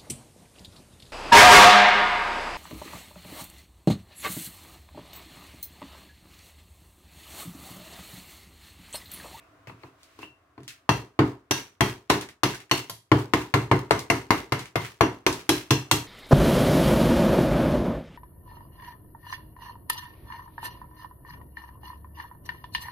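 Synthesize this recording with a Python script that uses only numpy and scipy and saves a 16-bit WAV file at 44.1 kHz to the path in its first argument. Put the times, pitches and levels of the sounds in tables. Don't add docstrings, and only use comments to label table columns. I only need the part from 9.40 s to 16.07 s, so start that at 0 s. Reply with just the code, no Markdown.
import sys
import numpy as np
from scipy import signal
from scipy.fft import rfft, irfft, next_fast_len
from scipy.io import wavfile
from scipy.ndimage import uniform_filter1d, map_coordinates

SR = 44100
rng = np.random.default_rng(int(sys.argv[2]) if len(sys.argv) > 2 else 0)


def wrap_up_sound(samples):
    columns = np.atleast_2d(samples).T
    tamed = np.clip(columns, -1, 1)
    steps = np.round(tamed * 32767).astype(np.int16)
    wavfile.write(sys.argv[1], SR, steps)


def level_to_linear(level):
    exponent = np.asarray(level, float) / 20
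    return 10 ** exponent


N = 294147
SPAN = 13600

# (time [s], level [dB])
HUM_LEVEL = [(0, -52), (.5, -54.5), (1.08, -58.5), (2.3, -61.5), (3.7, -68), (5, -68), (6.67, -48.5)]
# (frequency [Hz], gain [dB])
HUM_COLOUR = [(15, -34.5), (25, -7), (97, 1), (214, -18.5), (288, 1), (389, -9.5), (600, -9), (651, -2),
              (854, -14.5), (1060, -4.5), (4130, -26.5), (15200, -36.5), (16500, -41)]

# (full pressure [s], rise [s], hold [s], wet hiss [dB], paper rasp [dB])
STROKES = [
    (0.0, .01, 0.039, -71, -59),
    (0.281, .015, .005, -57, -44),
    (.432, 0.14, 0.04, -63.5, -57),
    (0.615, 0.13, 0.2, -64, -73),
    (0.821, 0.048, 0.006, -53, -42.5),
    (1.18, .01, 0.1, -72, -89),
    (1.296, 0.024, 0.013, -47.5, -46.5),
]
# (frequency [Hz], gain [dB])
RASP_COLOUR = [(700, -24), (1500, 3.5), (2700, 35.5), (3300, -21), (5000, -1)]
# (frequency [Hz], gain [dB])
PAINT_COLOUR = [(710, -54), (1200, 5), (2220, 8.5), (2950, 6), (3970, 3.5), (13000, -8.5), (15800, -8),
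                (16500, -50.5)]
STROKES_END_S = 1.6
STROKE_RISE_DB, HISS_FADE_DB_PER_S, RASP_FADE_DB_PER_S = 37, 221, 295.5

# (time [s], peak [dB], blade edge [dB], table boom [dB], table body [dB])
DABS = [
    (0.272, -33.5, -26, -15, -33),
    (0.297, -33, -42, -16, -10),
    (0.435, -33.5, -45, -22, -9),
    (0.79, -37, -20, -25, -3),
    (0.83, -31.5, -32, -25, -9),
    (1.179, -36.5, -40, -14, -0.5),
    (1.204, -48.5, -24, -1, 3.5),
]
# (time [s], peak [dB], blade edge [dB], table boom [dB], table body [dB])
SLAPS = [(1.492, -5.5, -25, -19, -15.5), (1.791, -5, -37, -14.5, -2), (2.11, -7, -10.5, -28, -19.5),
         (2.408, -4.5, -21, -14.5, -11.5), (2.7, -2.5, -20.5, -26, -9.5),
         (3.034, -5.5, -17.5, -21.5, -13.5), (3.313, -5.5, -16, -26, -14.5),
         (3.497, -22.5, 1.5, -28.5, -36), (3.717, -3.5, -35, -18, -5), (3.936, -6, -24, -21, -10),
         (4.14, -4.5, -27, -16, -12), (4.314, -4, -33, -16.5, -5.5), (4.509, -4, -27, -22.5, -19.5),
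         (4.701, -5, -21, -25, -10.5), (4.906, -3.5, -24.5, -33, -17), (5.122, -9, -22, -20, -13.5),
         (5.357, -9.5, -25.5, -18, -43), (5.609, -2.5, -29.5, -22.5, -8), (5.865, -5, -18.5, -32.5, -12),
         (6.092, -5.5, -8.5, -26, -6.5), (6.307, -5, -12.5, -17, -8.5), (6.513, -3.5, -8, -22, -13.5)]
# (frequency [Hz], gain [dB])
SLAP_COLOUR = [(240, -16), (400, -9), (538, -19), (1030, -11), (1430, -18.5), (4830, -28), (5300, -28.5),
               (10200, -34.5), (11900, -33.5), (15700, -42), (16500, -66.5)]
MIDDLING_EDGE_DB = -20
BRIGHT_GROWS = 0.63
PAN_DB, PAN_PER_EDGE = 8, -0.52

# (frequency [Hz], level [dB], decay t60 [s])
LEG_MODES = [(55, -5, .26), (67, -2, .26), (84, 0, .3)]
THUMP_DB, THUMP_GROWS = -19, 0.51
# (frequency [Hz], level [dB], decay t60 [s])
BOOM_MODES = [(113, -2, .3), (123, -4, .26), (133, 0, .28), (165, -10, .25), (200, -10, .25)]
# (frequency [Hz], level [dB], decay t60 [s])
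BODY_MODES = [(268.5, -2.5, 0.32), (305.5, 2.5, 0.28), (327.4, 6.5, 0.13), (367, -4, 0.31),
              (406.5, -5.5, 0.31), (459.3, -6.5, 0.2)]
# (frequency [Hz], level [dB], decay t60 [s])
BOARD_MODES = [(581, -5, .16), (677, -1, .17), (861, -1, .12), (965, 0, .12), (1050, 0, .12),
               (1180, -5, .12), (1360, -7, .14)]
# (frequency [Hz], level [dB], decay t60 [s])
KNOCK_MODES = [(1035, -2, 0.029), (2100, -2, 0.013), (4300, -13.5, 0.017)]
KNOCK_DB = -7.5

# (frequency [Hz], level [dB], decay t60 [s])
BLADE_FAMILIES = [
    [(2055, 0, .22), (2150, 0, .22)],
    [(2719, 0, .38), (2800, -5, .3), (2870, -5, .3), (3000, -6, .28)],
    [(3250, 0, .34), (3480, -6, .26)],
    [(4100, -3, .28), (4300, 0, .3), (4474, -1, .3)],
    [(5350, -8, .26), (5600, -7, .26), (5852, -4, .3), (5922, 0, .34), (6266, -8, .26)],
]
# (level at a middling slap [dB], growth with edge [dB per dB])
FAMILY_WAKES = [(-24.5, 0.19), (-19.5, .65), (-25.5, 1.2), (-26, 0.61), (-23.5, 1.6)]
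# (time [s], level [dB])
GRIP = [(0, -9), (2, -2), (3.3, 10), (3.75, -21), (3.9, 6.5), (5.4, 12.5), (5.8, -4), (6.67, -11)]
# (time [s], nearest frequency [Hz], extra level [dB])
SPOTS = [(.83, 2750, 24), (1.492, 2750, 0.5), (1.492, 5900, -1), (6.092, 5900, -10.5), (6.513, 5900, -12),
         (4.701, 2750, 1), (2.11, 5900, 1.5), (2.408, 3250, -1), (3.313, 2750, 10), (3.313, 4300, 9.5),
         (3.498, 5900, -24), (3.498, 2750, -14), (3.498, 3250, -12), (3.498, 4300, -14), (6.092, 2750, -9),
         (4.701, 3250, -15), (4.906, 3250, -15), (5.357, 3250, 6), (5.609, 3250, 9), (5.609, 5900, 9),
         (5.865, 2750, -11), (5.865, 5900, -1), (6.092, 4300, -5), (6.307, 2750, 4), (6.307, 2100, -6)]
# (frequency [Hz], level [dB], decay t60 [s])
BEND_MODE = [(949, 0, 0.34)]
BEND_DB = -28.5
# (frequency [Hz], width [Hz], lift [dB])
TIP_MODES = [(1790, 570, -4), (6540, 120, -3.5), (7670, 100, -11.5), (10660, 300, 5.5), (12070, 1800, 0.5)]

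# (frequency [Hz], decay t60 [s])
ROOM_DECAY = [(300, 0.43), (1100, 0.33), (3000, 0.3), (8000, 0.34), (15000, 0.27)]
# (frequency [Hz], left-right likeness [0 to 1])
ALIKE = [(100, .995), (290, .95), (640, .5), (1400, .3), (3000, .05)]
LAG = 5.15

# (time [s], peak [dB], low part [dB])
SNAPS = [(0.6314, -40, -13), (1.2327, -43.5, -2), (1.279, -24, -7.5), (2.811, -21.5, -1.5),
         (2.823, -28, 20), (2.888, -30, 6), (3.1365, -25, 24), (3.2026, -31, 7), (5.2565, -30, 6),
         (4.02, -31, 6), (3.146, -26, -8), (3.3794, -23, -5.5), (3.796, -33.5, 0), (3.8032, -45.5, -3.5),
         (4.0644, -52, -1), (4.3894, -51.5, 6), (4.592, -22, -15), (4.815, -38, 1), (4.9794, -34.5, -3.5),
         (5.1923, -21.5, 4), (5.4484, -24, 12.5), (5.5086, -44, -18), (5.9266, -20, -14), (6.0024, -34, -3),
         (3.296, -40, 9),
    (3.694, -64, 2),
]

# (time [s], frequency [Hz], level [dB])
SINGS = [(1.492, 2698, -34), (1.492, 5883, -43), (1.492, 3241, -42), (1.492, 1943, -42), (2.11, 1620, -36),
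         (2.11, 2720, -37), (2.11, 5853, -41), (2.11, 4469, -42), (2.408, 3219, -33), (2.408, 1945, -36),
         (3.313, 2745, -36), (3.313, 4404, -37), (3.313, 4286, -38), (3.313, 2960, -38), (5.609, 5885, -45),
         (5.609, 2719, -41), (6.092, 1620, -37), (6.092, 2575, -39), (6.092, 4106, -39), (6.092, 3939, -36),
         (6.092, 5328, -37), (6.307, 1620, -39), (6.307, 2671, -35), (6.307, 3437, -40), (6.307, 4103, -38),
         (6.307, 5050, -41), (6.513, 2721, -36), (6.513, 5206, -38)]
SING_T60_S = .31

# (time [s], peel level [dB])
LIFTS = [(1.555, -43.5), (1.882, -52.5), (2.178, -39), (2.481, -39), (2.756, -40.5), (3.113, -40.5),
         (3.379, -38.5), (3.798, -44), (4.017, -44.5), (4.226, -50.5), (4.394, -48.5), (4.596, -47),
         (4.782, -47), (4.987, -44.5), (5.231, -51), (5.457, -42), (5.748, -59), (5.994, -46.5),
         (6.172, -39), (6.404, -52), (6.6, -45.5)]
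STRETCH_S = .06


def unit(x):
    return x / np.sqrt(np.mean(x ** 2) + 1e-20)


def along(points, hz):
    f, v = np.transpose(points)
    return np.interp(np.log(hz + 1), np.log(f + 1), v)


def curves(rows):
    s, *cols = np.transpose(rows)
    return [np.interp(np.arange(N) / SR, s, c) for c in cols]


def add(track, s, sound):
    start = round(s * SR)
    track[:, start:start + sound.shape[1]] += sound


def diffuse(n, t60_scale=np.inf):
    hz, t, z = signal.stft(rng.standard_normal((2, n)), SR, nperseg=256)
    turn = np.arccos(np.clip(along(ALIKE, hz), -1, 1)) / 2
    z = z * level_to_linear(-60 * t / (t60_scale * along(ROOM_DECAY, hz)[:, None]))
    weights = np.array([np.cos(turn), np.sin(turn)])[..., None]
    mid, side = signal.istft(z * weights, nperseg=256)[1][:, :n]
    return np.array([mid + side, mid - side])


def coloured(x, colour):
    n = x.shape[-1]
    m = next_fast_len(n + 4096) // 2 * 2
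    gain = level_to_linear(colour(np.fft.rfftfreq(m, 1 / SR))) + 1e-6
    cepstrum = irfft(np.log(unit(gain)), m)
    cepstrum[1:m // 2] *= 2
    cepstrum[m // 2 + 1:] = 0
    return irfft(rfft(x, m) * np.exp(rfft(cepstrum)), m)[..., :n]


def ports(x, pan_db):
    cycles = np.fft.rfftfreq(len(x))
    late = irfft(rfft(x) * np.exp(-2j * np.pi * cycles * LAG), len(x))
    return np.array([x * level_to_linear(pan_db / 2), late * level_to_linear(-pan_db / 2)])


def hum():
    return level_to_linear(curves(HUM_LEVEL)[0] - 6) * coloured(diffuse(N), lambda hz: along(HUM_COLOUR, hz))


def drag():
    s, rise, hold, hiss_db, rasp_db = np.transpose(STROKES)[..., None]
    n = round(STROKES_END_S * SR)
    t = np.arange(n) / SR - s

    def pressure(db, fade):
        rising_db = STROKE_RISE_DB * np.minimum(t / rise, 0)
        fading_db = fade * np.maximum(t - hold, 0)
        return level_to_linear(db + rising_db - fading_db).sum(0)

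    hiss = pressure(hiss_db, HISS_FADE_DB_PER_S) * coloured(diffuse(n), lambda hz: along(PAINT_COLOUR, hz))
    rasp = pressure(rasp_db - 7.5, RASP_FADE_DB_PER_S) * coloured(diffuse(n), lambda hz: along(RASP_COLOUR, hz))
    return np.pad(hiss + rasp, ((0, 0), (0, N - n)))


def crack(t60):
    t = np.arange(SPAN) / SR
    spikes = rng.standard_normal(SPAN) * level_to_linear(4.3 * rng.standard_normal(SPAN))
    return unit(spikes) * level_to_linear(-60 * t / t60) * (1 - np.exp(-t / 0.0015))


def ring(modes, scatter_db, attack, flutter=0):
    hz, db, t60 = np.transpose(modes)[..., None]
    size, detune = rng.standard_normal((2, len(modes), 1))
    t = np.arange(SPAN) / SR
    steps = rng.standard_normal((len(modes), SPAN // 16))
    wander = np.repeat(np.cumsum(steps, axis=1), 16, axis=1)
    phase = 2 * np.pi * hz * (1 + .05 * flutter * detune) * t + uniform_filter1d(flutter * wander, size=32)
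    waves = level_to_linear(db + scatter_db * size - 60 * t / t60) * np.sin(phase)
    return waves.sum(0) * (1 - np.exp(-t / attack)) / np.sqrt(np.sum(level_to_linear(db) ** 2))


def woken(s, edge_db):
    level_db, grows = np.transpose(FAMILY_WAKES)
    strengths_db = level_db + grows * (edge_db - MIDDLING_EDGE_DB)
    strengths_db[0] += np.interp(s, *np.transpose(GRIP))
    centres = np.array([np.mean([mode[0] for mode in family]) for family in BLADE_FAMILIES])
    for when, hz, extra_db in SPOTS:
        nearest = np.argmin(abs(np.log(centres / hz)))
        strengths_db[nearest] += extra_db * (abs(when - s) < .01)
    return strengths_db


def hump(hz, centre_hz, width_hz):
    return 1 / np.sqrt(1 + (2 * (hz - centre_hz) / width_hz) ** 2)


def slap_colour(blade_db, air_db, strengths_db):
    tilt = [(1400, 0.0074), (4000, blade_db + 14.5), (10000, air_db + 16.0)]
    tip_db = rng.normal(0, 1, len(TIP_MODES))
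    ripple = rng.standard_normal(90)

    def colour(hz):
        ripple_db = 2.9 * np.clip(hz / 3000 - .3, 0, 1) * map_coordinates(ripple, [hz / 260])
        base = level_to_linear(along(SLAP_COLOUR, hz) + along(tilt, hz) + ripple_db)
        base *= 1 + sum(level_to_linear(db + more - 4) * hump(hz, centre, width) ** 2
                        for (centre, width, db), more in zip(TIP_MODES, tip_db))
        modes = sum(level_to_linear(2 * (top + 2 + db)) * hump(hz, centre, width_hz=150) ** 4
                    for family, top in zip(BLADE_FAMILIES, strengths_db) for centre, db, _ in family)
        return 10 * np.log10(base ** 2 + modes)
    return colour


def table_thump(boom_db, body_db):
    table = level_to_linear(boom_db + 9) * ring(BOOM_MODES, scatter_db=2.5, attack=0.009, flutter=0.03)
    table += level_to_linear(body_db + 0.5) * ring(BODY_MODES, scatter_db=1.93, attack=0.0043, flutter=0.047)
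    legs_db = THUMP_DB + THUMP_GROWS * boom_db
    return table + level_to_linear(legs_db) * ring(LEG_MODES, scatter_db=3, attack=.007, flutter=.03)


def board_knock(edge_db):
    board = level_to_linear(-18.0) * ring(BOARD_MODES, scatter_db=4.0, attack=0.00015, flutter=0.058)
    knock_db = KNOCK_DB - .15 * (edge_db - MIDDLING_EDGE_DB)
    return board + level_to_linear(knock_db) * ring(KNOCK_MODES, scatter_db=3, attack=.0003, flutter=.05)


def blade_ring(strengths_db):
    blade = sum(level_to_linear(level - 21.0) * ring(family, scatter_db=-5.5, attack=.0005, flutter=0.032)
                for family, level in zip(BLADE_FAMILIES, strengths_db))
    return blade + level_to_linear(BEND_DB) * ring(BEND_MODE, scatter_db=-0.5, attack=0.0049, flutter=0.0093)


def slap_air(pan_db):
    t = np.arange(SPAN) / SR
    early = level_to_linear(-7.5) * diffuse(SPAN, t60_scale=0.17) * (1 - np.exp(-t / 0.00078))
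    tail = level_to_linear(-16.0) * diffuse(SPAN, t60_scale=1) * (1 - np.exp(-t / 0.00047))
    return ports(level_to_linear(5.5) * crack(t60=0.0076), pan_db) + early + tail


def slaps():
    track = np.zeros((2, N + SPAN))
    held = level_to_linear(-90 * (np.arange(SPAN) / SR) ** 2)
    for s, db, edge_db, boom_db, body_db in [*DABS, *SLAPS]:
        pan_db = np.clip(PAN_DB + PAN_PER_EDGE * (edge_db - MIDDLING_EDGE_DB), -4, 9)
        strengths_db = woken(s, edge_db)
        table = table_thump(boom_db, body_db)
        near = board_knock(edge_db) + blade_ring(strengths_db)
        air = coloured(slap_air(pan_db), slap_colour(BRIGHT_GROWS * edge_db, edge_db, strengths_db))
        add(track, s - .0005, level_to_linear(db) * held * (air + ports(near, pan_db) + table))
    return track[:, :N]


def snaps():
    track, t = np.zeros((2, N + SPAN)), np.arange(SPAN) / SR
    for s, db, low_db in SNAPS:
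        points = [(300, low_db - 22), (1800, low_db + 5.0), (4000, 3.0), (12000, -7.5), (16500, -16.5)]
        room = level_to_linear(-17) * diffuse(SPAN, t60_scale=0.55) * (1 - np.exp(-t / 0.0033))
        tick = ports(crack(t60=0.01), 1.2) + room
        add(track, s - .0006, level_to_linear(db + 3) * coloured(tick, lambda hz: along(points, hz)))
    return track[:, :N]


def sings():
    track = np.zeros((2, N + SPAN))
    damped = level_to_linear(-170 * (np.arange(SPAN) / SR) ** 2)
    port_db = np.array([[5.5], [3.5]])
    for s, hz, db in SINGS:
        mode = ring([(hz, 0, SING_T60_S)], scatter_db=0, attack=.004, flutter=.05)
        add(track, s, level_to_linear(db + port_db) * damped * mode)
    return track[:, :N]


def peels():
    pull, t = np.zeros((1, N + SPAN)), np.arange(SPAN) / SR - STRETCH_S
    swell = np.where(t < 0, np.exp(-(t / 0.052) ** 2 / 2), level_to_linear(-60 * t / 0.3))
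    for s, peel_db in LIFTS:
        add(pull, s - STRETCH_S, level_to_linear(peel_db) * swell[None])
    grit = level_to_linear(29 * uniform_filter1d(rng.standard_normal(N), size=50))
    return pull[:, :N] * grit * coloured(diffuse(N), lambda hz: along(PAINT_COLOUR, hz))


def scene():
    return hum() + drag() + slaps() + snaps() + sings() + peels()


def top_cut(x):
    return signal.sosfilt(signal.butter(12, 16830, fs=SR, output="sos"), x)


def record(dry):
    cut = signal.sosfilt(signal.butter(4, 54, "high", fs=SR, output="sos"), dry)
    held = cut / (1 + np.abs(cut / 1.0) ** 6) ** (1 / 6)
    return top_cut(held)


dry = scene()
out = record(dry)
wrap_up_sound(out)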